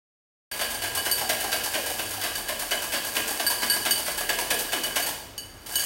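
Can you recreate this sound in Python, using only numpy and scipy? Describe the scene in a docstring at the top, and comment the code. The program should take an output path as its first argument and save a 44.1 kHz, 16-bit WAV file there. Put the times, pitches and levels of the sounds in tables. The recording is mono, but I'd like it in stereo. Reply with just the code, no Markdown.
"""A faint clink and a gritty rub, after half a second of silence: a wire whisk starts creaming butter
and sugar in a hand-held glass bowl. Each push and return crunches sugar by brittle fracture and tears
the butter, whose wet films snap and whose air pockets plop as cavity resonators. Now and then a bare
wire strikes the glass and excites its normal modes. The hard-walled kitchen reverberates over a low
hum; the hand rests briefly near the end."""
import sys
import numpy as np
from scipy import signal
from scipy.fft import rfft, irfft
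from scipy.io import wavfile
from scipy.ndimage import uniform_filter1d

SR = 44100
rng = np.random.default_rng(int(sys.argv[2]) if len(sys.argv) > 2 else 0)


def int16_out(signal):
    """Quantize to a 16-bit WAV file."""
    q = np.round(np.clip(np.atleast_2d(signal).T, -1, 1) * 32767)
    wavfile.write(sys.argv[1], SR, q.astype(np.int16))


N = 258020


def amp(db):
    """Amplitude ratio of a level in decibels."""
    return 10 ** (np.asarray(db) / 20)


def unit_rms(x):
    """Normalisation to unit mean power."""
    return x / np.sqrt(np.mean(x ** 2) + 1e-20)


def curve_at(points, hz):
    """Interpolation on a logarithmic frequency axis."""
    f, value = np.transpose(points)
    return np.interp(np.log(hz + 1), np.log(f), value)


def add(mix, s, sound):
    """Superposition: a sound joins the mix at time s."""
    part = mix[round(s * SR):][:len(sound)]
    part += sound[:len(part)]


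def colour(points, peak_hz=1000, peak_db=0, octaves=.2, size=2048):
    """Minimum-phase impulse response of unit energy, from a spectrum and one optional resonance."""
    hz = np.fft.rfftfreq(size, 1 / SR)
    peak = peak_db / (1 + (np.log2((hz + 1) / peak_hz) / octaves) ** 2)
    log_gain = np.log(amp(curve_at(points, hz) + peak))
    mirrored = np.r_[log_gain, log_gain[-2:0:-1]]
    taps = np.fft.ifft(np.exp(np.conj(signal.hilbert(mirrored)))).real
    return taps / np.linalg.norm(taps)


def grains(length, per_s, spread_db):
    """Shot noise: a Poisson train of clicks of uneven size, at unit rms."""
    chance, size, sign = rng.random((3, length))
    size_db = spread_db * np.minimum(-np.log(size + 1e-9), 3)
    return unit_rms((chance < per_s / SR) * amp(size_db) * np.sign(sign - .5))


def pulse(length_s, rise=0.28):
    """Exponential attack and slower relaxation: the pressure envelope of one contact."""
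    u = np.arange(SR // 8) / SR / max(length_s, .002)
    shape = (1 - np.exp(-u / rise)) * np.exp(-u)
    return shape / shape.max()


def burst(envelope, tone, per_s, spread_db):
    """A transient of filtered shot noise, carrying the energy of its envelope."""
    x = signal.fftconvolve(envelope * grains(len(envelope), per_s, spread_db), tone)
    return x * np.linalg.norm(envelope) / (np.linalg.norm(x) + 1e-9)


# Spectrum of the room's background noise: f/Hz, level/dB
AIR_SPECTRUM = [(20, -45), (30, -24), (38, 8.5), (50, -17), (63, 5.5), (80, -11.5), (105, -4), (160, -9.5),
                (300, -6.5), (900, -13), (2000, -16.5), (6000, -28), (16000, -37)]
# Course of the low hum: t/s, level/dB
HUM_LEVEL = [(0.52, -80), (0.85, -46), (1.1, -47), (1.3, -54), (2.2, -46.5), (2.5, -58), (5.0, -56),
             (5.549, -49.5), (5.85, -72)]
# Stereo width of the diffuse field, side relative to mid: f/Hz, level/dB
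DIFFUSE_WIDTH = [(100, -12.5), (270, -12.5), (520, -11.5), (1000, -3), (2000, -2), (5000, 1.5),
                 (15000, 2.5)]
def room_tone(air_db=-47, hum_db=-4, hum_hz=100, width_hz=12.7):
    """Broadband noise gives a soft rumble and hiss; narrow-band noise gives a wavering hum."""
    hz = np.fft.rfftfreq(N, 1 / SR)
    mid, side, drone = rfft(rng.standard_normal((3, N)))
    side = side * amp(curve_at(DIFFUSE_WIDTH, hz)) * hz / (hz + 80)
    air = unit_rms(irfft(np.array([mid + side, mid - side]) * amp(curve_at(AIR_SPECTRUM, hz)), N))
    hum = unit_rms(irfft(drone / (1 + ((hz - hum_hz) / width_hz) ** 2), N))
    course_db = np.interp(np.arange(N) / SR, *np.transpose(HUM_LEVEL))
    return amp(air_db) * air + amp(hum_db + course_db) * hum


# Reverberation time of the kitchen: f/Hz, T60/s
REVERB_TIME = [(200, 1), (700, 0.83), (2000, 0.66), (5000, 0.9), (10000, .55), (16000, 0.65)]
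# Spectrum of its reverberant tail: f/Hz, level/dB
REVERB_LEVEL = [(200, 1.6), (1000, 0.22), (4000, 3.1), (14000, 3.9)]
def kitchen(x, gap_s=0.0024, build_s=0.0018):
    """Reverberation: dense, decaying reflections follow the direct sound, their bass alike in both ears."""
    count = SR // 8
    taps = np.zeros((2, count * 8))
    arrivals = np.arange(count) * 8 + rng.integers(0, 8, (2, count))
    np.put_along_axis(taps, arrivals, rng.choice([-1., 1.], arrivals.shape), 1)
    hz, t, tail = signal.stft(taps, SR, nperseg=256)
    decay = np.log(1000) / curve_at(REVERB_TIME, hz)[:, None]
    tail = tail * np.exp(-decay * t) * np.sqrt(2 * decay / count)
    tail *= amp(curve_at(REVERB_LEVEL, hz))[:, None]
    width = amp(curve_at(DIFFUSE_WIDTH, hz))[:, None]
    shares = np.array([np.ones_like(width), width]) / np.sqrt(1 + width ** 2)
    mid, side = signal.istft(tail * shares, SR, nperseg=256)[1]
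    onset = np.clip((np.arange(len(mid)) / SR - gap_s) / build_s, 0, 1)
    reflections = onset * np.array([mid + side, mid - side])
    return x + signal.fftconvolve(x[None], reflections, axes=1)[:, :N]


# Steady rubbing between the strokes: t/s, sugar level/dB, butter level/dB
RUB_LEVEL = [(0.52, -39, -40), (0.7, -44.5, -43), (1.198, -40, -43.5), (1.9, -37.5, -42.5),
             (2.55, -42, -44), (3.3, -37, -42), (4.003, -39, -45.5), (4.5, -42, -42.5), (5.08, -43.5, -44),
             (5.25, -66, -70), (5.64, -53.5, -59), (5.7, -38.5, -44.5), (5.85, -29, -35.5)]
def rub(material, gain_db, tone, per_s, spread_db):
    """Sliding friction: many tiny contacts merge into continuous filtered shot noise."""
    times, sugar_db, butter_db = np.transpose(RUB_LEVEL)
    level_db = {"sugar": sugar_db, "butter": butter_db}[material] + gain_db
    envelope = amp(np.interp(np.arange(N) / SR, times, level_db))
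    return signal.oaconvolve(envelope * grains(N, per_s, spread_db), tone)[:N]


# Normal modes of the glass bowl: f/Hz
MODE_HZ = [681, 792, 1000, 1647, 2964, 4604, 4650, 6570, 8807, 9275, 11400, 14205]
# Strength and decay of each mode: level/dB, T60/s at damping = 1
MODE_RING = [(-3.5, 0.3), (-6, 0.96), (-16.5, 0.38), (0, 0.093), (2, 0.1), (2.5, 0.059), (-2.5, 0.16),
             (-6, 0.047), (-5, 0.024), (-8, 0.32), (-3, 0.091), (1, 0.047)]
def bowl(weights_db, damping, phase_turns=0):
    """Modal response: the glass rings as a sum of decaying sinusoids; butter adds damping."""
    t = np.arange(SR // 3)[:, None] / SR
    db, t60 = np.transpose(MODE_RING)
    decay = np.log(1000) * damping / t60
    envelopes = amp(db + weights_db) * 2 * decay / SR * np.exp(-decay * t)
    return (envelopes * np.cos(2 * np.pi * (np.array(MODE_HZ) * t + phase_turns))).sum(1)


def singing_glass(level_db=-5, low_db=-3, wall_db=5, high_db=-9, damping=1.07):
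    """Frictional excitation: dragging wires keep the bowl's modes humming between strokes."""
    weights_db = curve_at([(700, low_db), (1650, wall_db), (9000, high_db)], np.array(MODE_HZ))
    ring = bowl(weights_db, damping)
    return rub("butter", level_db, ring / np.linalg.norm(ring), per_s=300, spread_db=6.0)


# Weighting of the modes by a blow low on the wall, and by one at the rim: f/Hz, level/dB
WALL_BLOW = [(800, -9), (1650, 8), (2960, -2), (4600, 5.5), (6570, -14), (8800, 0), (9275, 15), (11400, 7),
             (14200, -6.5)]
RIM_BLOW = [(1650, -10), (2960, 6), (4600, 1), (6570, 9.5), (8800, 2.5), (9275, 5), (11400, -3),
            (14200, 0.5)]
# Spectrum of the whisk's loops chattering together: f/Hz, level/dB
WIRE_SPECTRUM = [(300, -20), (1600, -24), (3800, -4.5), (4650, 16.5), (5500, -3.5), (7500, -1.5),
                 (8400, 15), (9100, 16), (10000, 3.5), (11500, 7), (12800, 7.5), (14200, -5), (16000, -14)]
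# Blows of bare wire on glass: t/s, level/dB, height (0 wall, 1 rim), tilt/(dB per octave)
CLINKS = [(0.517, -37, 0.35, 2), (0.612, -32, 0.32, 0), (0.744, -35, .4, 0), (0.978, -29.5, 0.81, -7.5),
          (1.114, -21, 0.43, 3.5), (2.355, -32.5, 0.37, -4.5), (3.466, -20, 0.066, 1.5),
          (3.699, -20.5, 0.3, 0.5), (3.72, -26, .1, -3), (3.909, -19, 0.63, 0), (4.837, -29.5, 0.85, -5),
          (5.025, -31.5, .5, 6), (5.379, -33.5, 0.92, -4.5), (5.756, -23, 0.88, 0.5),
          (5.795, -28.5, 1, -6.5)]
def clinks(ring_db=40, damping=0.7, pivot_hz=5000, rebound_s=.009, rebound_db=-6,
           tick_db=1, tick_s=0.0029, chatter_db=-9, chatter_s=0.019):
    """Impact: a wire ticks, chatters and rebounds once; the point struck sets which modes ring most."""
    out, mode_hz = np.zeros(N), np.array(MODE_HZ)
    wiry, hard = colour(WIRE_SPECTRUM), colour(CRUNCH_SPECTRUM)
    for s, db, height, tilt_db in CLINKS:
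        height = np.clip(height, 0, 1)
        place_db = (1 - height) * curve_at(WALL_BLOW, mode_hz) + height * curve_at(RIM_BLOW, mode_hz)
        weights_db = place_db + tilt_db * np.log2(mode_hz / pivot_hz)
        for delay_s, blow_db in (0, db), (rebound_s, db + rebound_db):
            ring = bowl(weights_db, damping, phase_turns=rng.random(len(mode_hz)))
            add(out, s + delay_s, amp(blow_db + ring_db) * ring)
        tick = burst(pulse(tick_s, rise=.12), hard, per_s=8300, spread_db=3)
        add(out, s, height * amp(db + tick_db) * tick)  # less butter near the rim: a harder tick
        chatter = burst(pulse(chatter_s, rise=.12), wiry, per_s=9000, spread_db=4)
        add(out, s, amp(db + chatter_db) * chatter)
    return out


# Short low notes in the strokes, butter gulps and the bowl's lowest ring:
# t/s, level/dB, starting f/Hz, decay time/s
LOW_NOTES = [(0.964, -36, 1050, 0.013), (1.066, -41, 563, 0.018), (1.215, -30, 821, 0.025),
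             (1.294, -32, 707, 0.03), (1.332, -43.5, 478, .03), (1.444, -29.5, 840, 0.027),
             (1.547, -33, 715, 0.018), (1.774, -28.5, 621, 0.023), (2.179, -33.5, 780, 0.017),
             (2.501, -32.5, 691, 0.026), (2.715, -31, 705, .02), (3.31, -34, 842, .014),
             (3.399, -36, 706, 0.027), (3.5, -33, 995, .015), (4.078, -33.5, 631, 0.017),
             (4.294, -41.5, 601, 0.1), (4.387, -28.5, 970, 0.01), (4.505, -32.5, 568, 0.047),
             (4.738, -36.5, 418.5, 0.042)]
def low_notes(level_db=-1, rough=0.6, flutter_hz=90, sink_octaves_per_s=8, reference_hz=565):
    """Damped oscillation: each gulp or low ring is a brief, rough tone that sinks in pitch."""
    out = np.zeros(N)
    for s, db, hz, decay_s in LOW_NOTES:
        glide = -sink_octaves_per_s * (reference_hz / hz) ** 2  # higher notes sink less
        envelope = pulse(decay_s, rise=0.1)
        t = np.arange(len(envelope)) / SR
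        phase = 2 * np.pi * (np.cumsum(hz * 2 ** (glide * t)) / SR + rng.random())
        flutter = unit_rms(uniform_filter1d(rng.standard_normal(len(t)), int(SR / flutter_hz)))
        note = np.sin(phase) + rough * flutter * np.cos(phase)  # the tone quivers
        add(out, s, amp(db + level_db) * envelope * unit_rms(note))
    return out


# The sharpest pops of trapped air: t/s, level/dB
POPS = [(1.298, -26.5), (1.528, -20.5), (2.49, -37), (2.714, -29), (2.942, -42), (3.168, -21), (3.397, -25),
        (3.864, -26), (4.293, -23), (4.388, -27), (4.508, -22.5), (4.735, -32), (4.961, -27)]
def pops(length_s=0.002):
    """Sudden pressure release: a sealed pocket bursts with a short wet crack."""
    out, wet = np.zeros(N), colour(SQUELCH_SPECTRUM)
    for s, db in POPS:
        add(out, s, amp(db) * burst(pulse(length_s), wet, per_s=6000, spread_db=-1.5))
    return out


# Pushes into the butter, about 4.4 a second, and lighter returns along the glass:
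# t/s, sugar level/dB, butter level/dB, lag of the trailing wires/s
PUSHES = [(0.591, -31, -29.5, 0.017), (0.818, -31, -31.5, 0.016), (1.051, -29, -30, 0.0092),
          (1.291, -24.5, -26, 0.0039), (1.517, -28.5, -29, 0.0098), (1.735, -31, -27.5, .008),
          (1.985, -32.5, -31.5, 0.0062), (2.212, -30.5, -30.5, 0.022), (2.484, -30.5, -30, .005),
          (2.708, -29, -27, 0.0069), (2.92, -29.5, -28, 0.014), (3.15, -28, -28.5, .013),
          (3.396, -31, -29, 0.0042), (3.618, -29.5, -28, .008), (3.85, -28, -26.5, 0.0068),
          (4.06, -30, -32, 0.013), (4.29, -27.5, -26.5, .004), (4.503, -24, -26.5, 0.0039),
          (4.72, -29, -28, .008), (4.957, -25, -26, 0.0054)]
RETURNS = [(0.533, -46, -38, .02), (0.703, -32, -36, 0.04), (0.948, -26.5, -32, 0.023),
           (1.174, -30, -30, 0.037), (1.402, -29.5, -31, 0.037), (1.635, -27.5, -32.5, .024),
           (1.859, -30, -31.5, 0.04), (2.106, -32, -35, 0.029), (2.352, -32, -35.5, 0.026),
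           (2.592, -29.5, -33, .028), (2.819, -31.5, -34.5, 0.022), (3.044, -30, -37, 0.024),
           (3.275, -28, -32, 0.032), (3.5, -25.5, -29, 0.014), (3.736, -29, -31, 0.026),
           (3.975, -29, -34, .02), (4.176, -28, -29.5, .03), (4.385, -27.5, -31.5, 0.025),
           (4.588, -26.5, -34.5, .018), (4.833, -30, -32.5, 0.028), (5.061, -28, -32, .026),
           (5.66, -38, -42.5, 0.031), (5.719, -36, -45, 0.033)]
# Phases of a stroke, a row each for leading wires, trailing wires and butter slumping back:
# crunch level/dB, squelch level/dB, plop level/dB, decay time/s at the mean lag
PUSH_PHASES = [(0, -1.5, -11, 0.014), (-0.5, 0.5, -2.5, 0.019), (-4, -19.5, -7, 0.011)]
RETURN_PHASES = [(0.5, -2.5, -6.5, 0.019), (-1.5, -5, -0.5, 0.011), (-23.5, -12.5, -9.5, 0.0095)]
def stroke_phases(push_hz=677, return_hz=820, scatter_octaves=0.079, slump_s=.035, haste=0.33):
    """Successive excitation: three pulses a stroke; the deeper push opens larger, lower air pockets."""
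    rows = []
    for strokes, phases, pocket_hz in (PUSHES, PUSH_PHASES, push_hz), (RETURNS, RETURN_PHASES, return_hz):
        mean_lag_s = np.mean(np.array(strokes)[:, 3])
        for s, sugar_db, butter_db, lag_s in strokes:
            stretch = abs(lag_s / mean_lag_s) ** haste  # a quick stroke has shorter phases
            delays_s = 0, lag_s, lag_s + slump_s
            for delay_s, (crunch_db, squelch_db, plop_db, decay_s) in zip(delays_s, phases):
                hz = pocket_hz * 2 ** (scatter_octaves * rng.standard_normal())
                levels_db = sugar_db + crunch_db, butter_db + squelch_db, butter_db + plop_db
                rows.append((s + delay_s, *levels_db, hz, stretch * decay_s))
    return rows


# Spectra of snapping wet films and of opening air pockets: f/Hz, level/dB
SQUELCH_SPECTRUM = [(150, -38), (700, -15), (1200, -11), (1500, 2), (1950, 0.5), (2400, 1), (3300, 0),
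                    (4300, -6), (6000, -9.5), (15000, -28.5)]
PLOP_SPECTRUM = [(50, -30), (170, -12.5), (290, -2.5), (450, -2), (600, 1), (800, -1), (1000, 1),
                 (1250, -5), (2000, -23), (8000, -21)]
def butter(squelch_db=-2.0, plop_db=-1.0, rub_db=-5.0, churn_db=-6, resonance_db=7):
    """Film rupture and cavity resonance: wires snap wet films, and pockets plop at their own pitch."""
    wet = colour(SQUELCH_SPECTRUM)
    out = rub("butter", rub_db, wet, per_s=1000, spread_db=5.0)
    out += rub("butter", churn_db, colour(PLOP_SPECTRUM), per_s=600, spread_db=6.0)
    for s, _, wet_db, air_db, hz, decay_s in stroke_phases():
        pressure = pulse(decay_s)
        pocket = colour(PLOP_SPECTRUM, hz, resonance_db, octaves=0.094)
        add(out, s, amp(wet_db + squelch_db) * burst(pressure, wet, per_s=3000, spread_db=2.0))
        add(out, s, amp(air_db + plop_db) * burst(pressure, pocket, per_s=1400, spread_db=1.5))
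    return out


# Spectrum of hard contact on glass: f/Hz, level/dB
CRUNCH_SPECTRUM = [(200, -27), (1200, -41), (2600, -10), (4200, 1), (5500, 3), (7400, 1.5), (8700, 6.5),
                   (10000, 3.5), (12500, 4.5), (14500, 0), (16000, 4)]
def sugar(crunch_db=0.33, rub_db=-1.1):
    """Brittle fracture: crystals crack between wire and glass, in bursts over a steady rub."""
    hard = colour(CRUNCH_SPECTRUM)
    out = rub("sugar", rub_db, hard, per_s=2700, spread_db=9.5)
    for s, db, *_, decay_s in stroke_phases():
        crunch = burst(pulse(decay_s, rise=0.099), hard, per_s=7000, spread_db=3.5)
        add(out, s, amp(db + crunch_db) * crunch)
    return out


def scene(ring_db=7.5, tilt_db_per_octave=-2.5, damping=2.23, glass_db=2.5, dry_ring_db=-10, left_db=-.5):
    """Forced vibration: sugar and butter softly drive the bowl's low modes; all sums in the kitchen."""
    mixing = sugar() + butter() + pops()
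    octaves = np.log2(np.array(MODE_HZ) / MODE_HZ[0])
    damped_bowl = bowl(ring_db + tilt_db_per_octave * octaves, damping)
    mixing = mixing + signal.oaconvolve(mixing, damped_bowl)[:N]
    glass = singing_glass() + clinks()
    heard = kitchen(mixing + low_notes() + amp(glass_db) * glass)
    heard += amp(dry_ring_db) * glass  # some of the ring is added dry, keeping its notes clear and even
    return heard * amp([[left_db], [0]]) + room_tone()


def record(dry, start_s=0.513, cutoff_hz=15950):
    """Gating and band limiting: the sound cuts in after silence and passes a steep low-pass filter."""
    gate = np.clip((np.arange(N) / SR - start_s) / .002, 0, 1)
    low_pass = signal.firwin(511, cutoff_hz, window=("kaiser", 9), fs=SR)
    return signal.oaconvolve(dry * gate, low_pass[None], "same")


dry = scene()
out = record(dry)
int16_out(out)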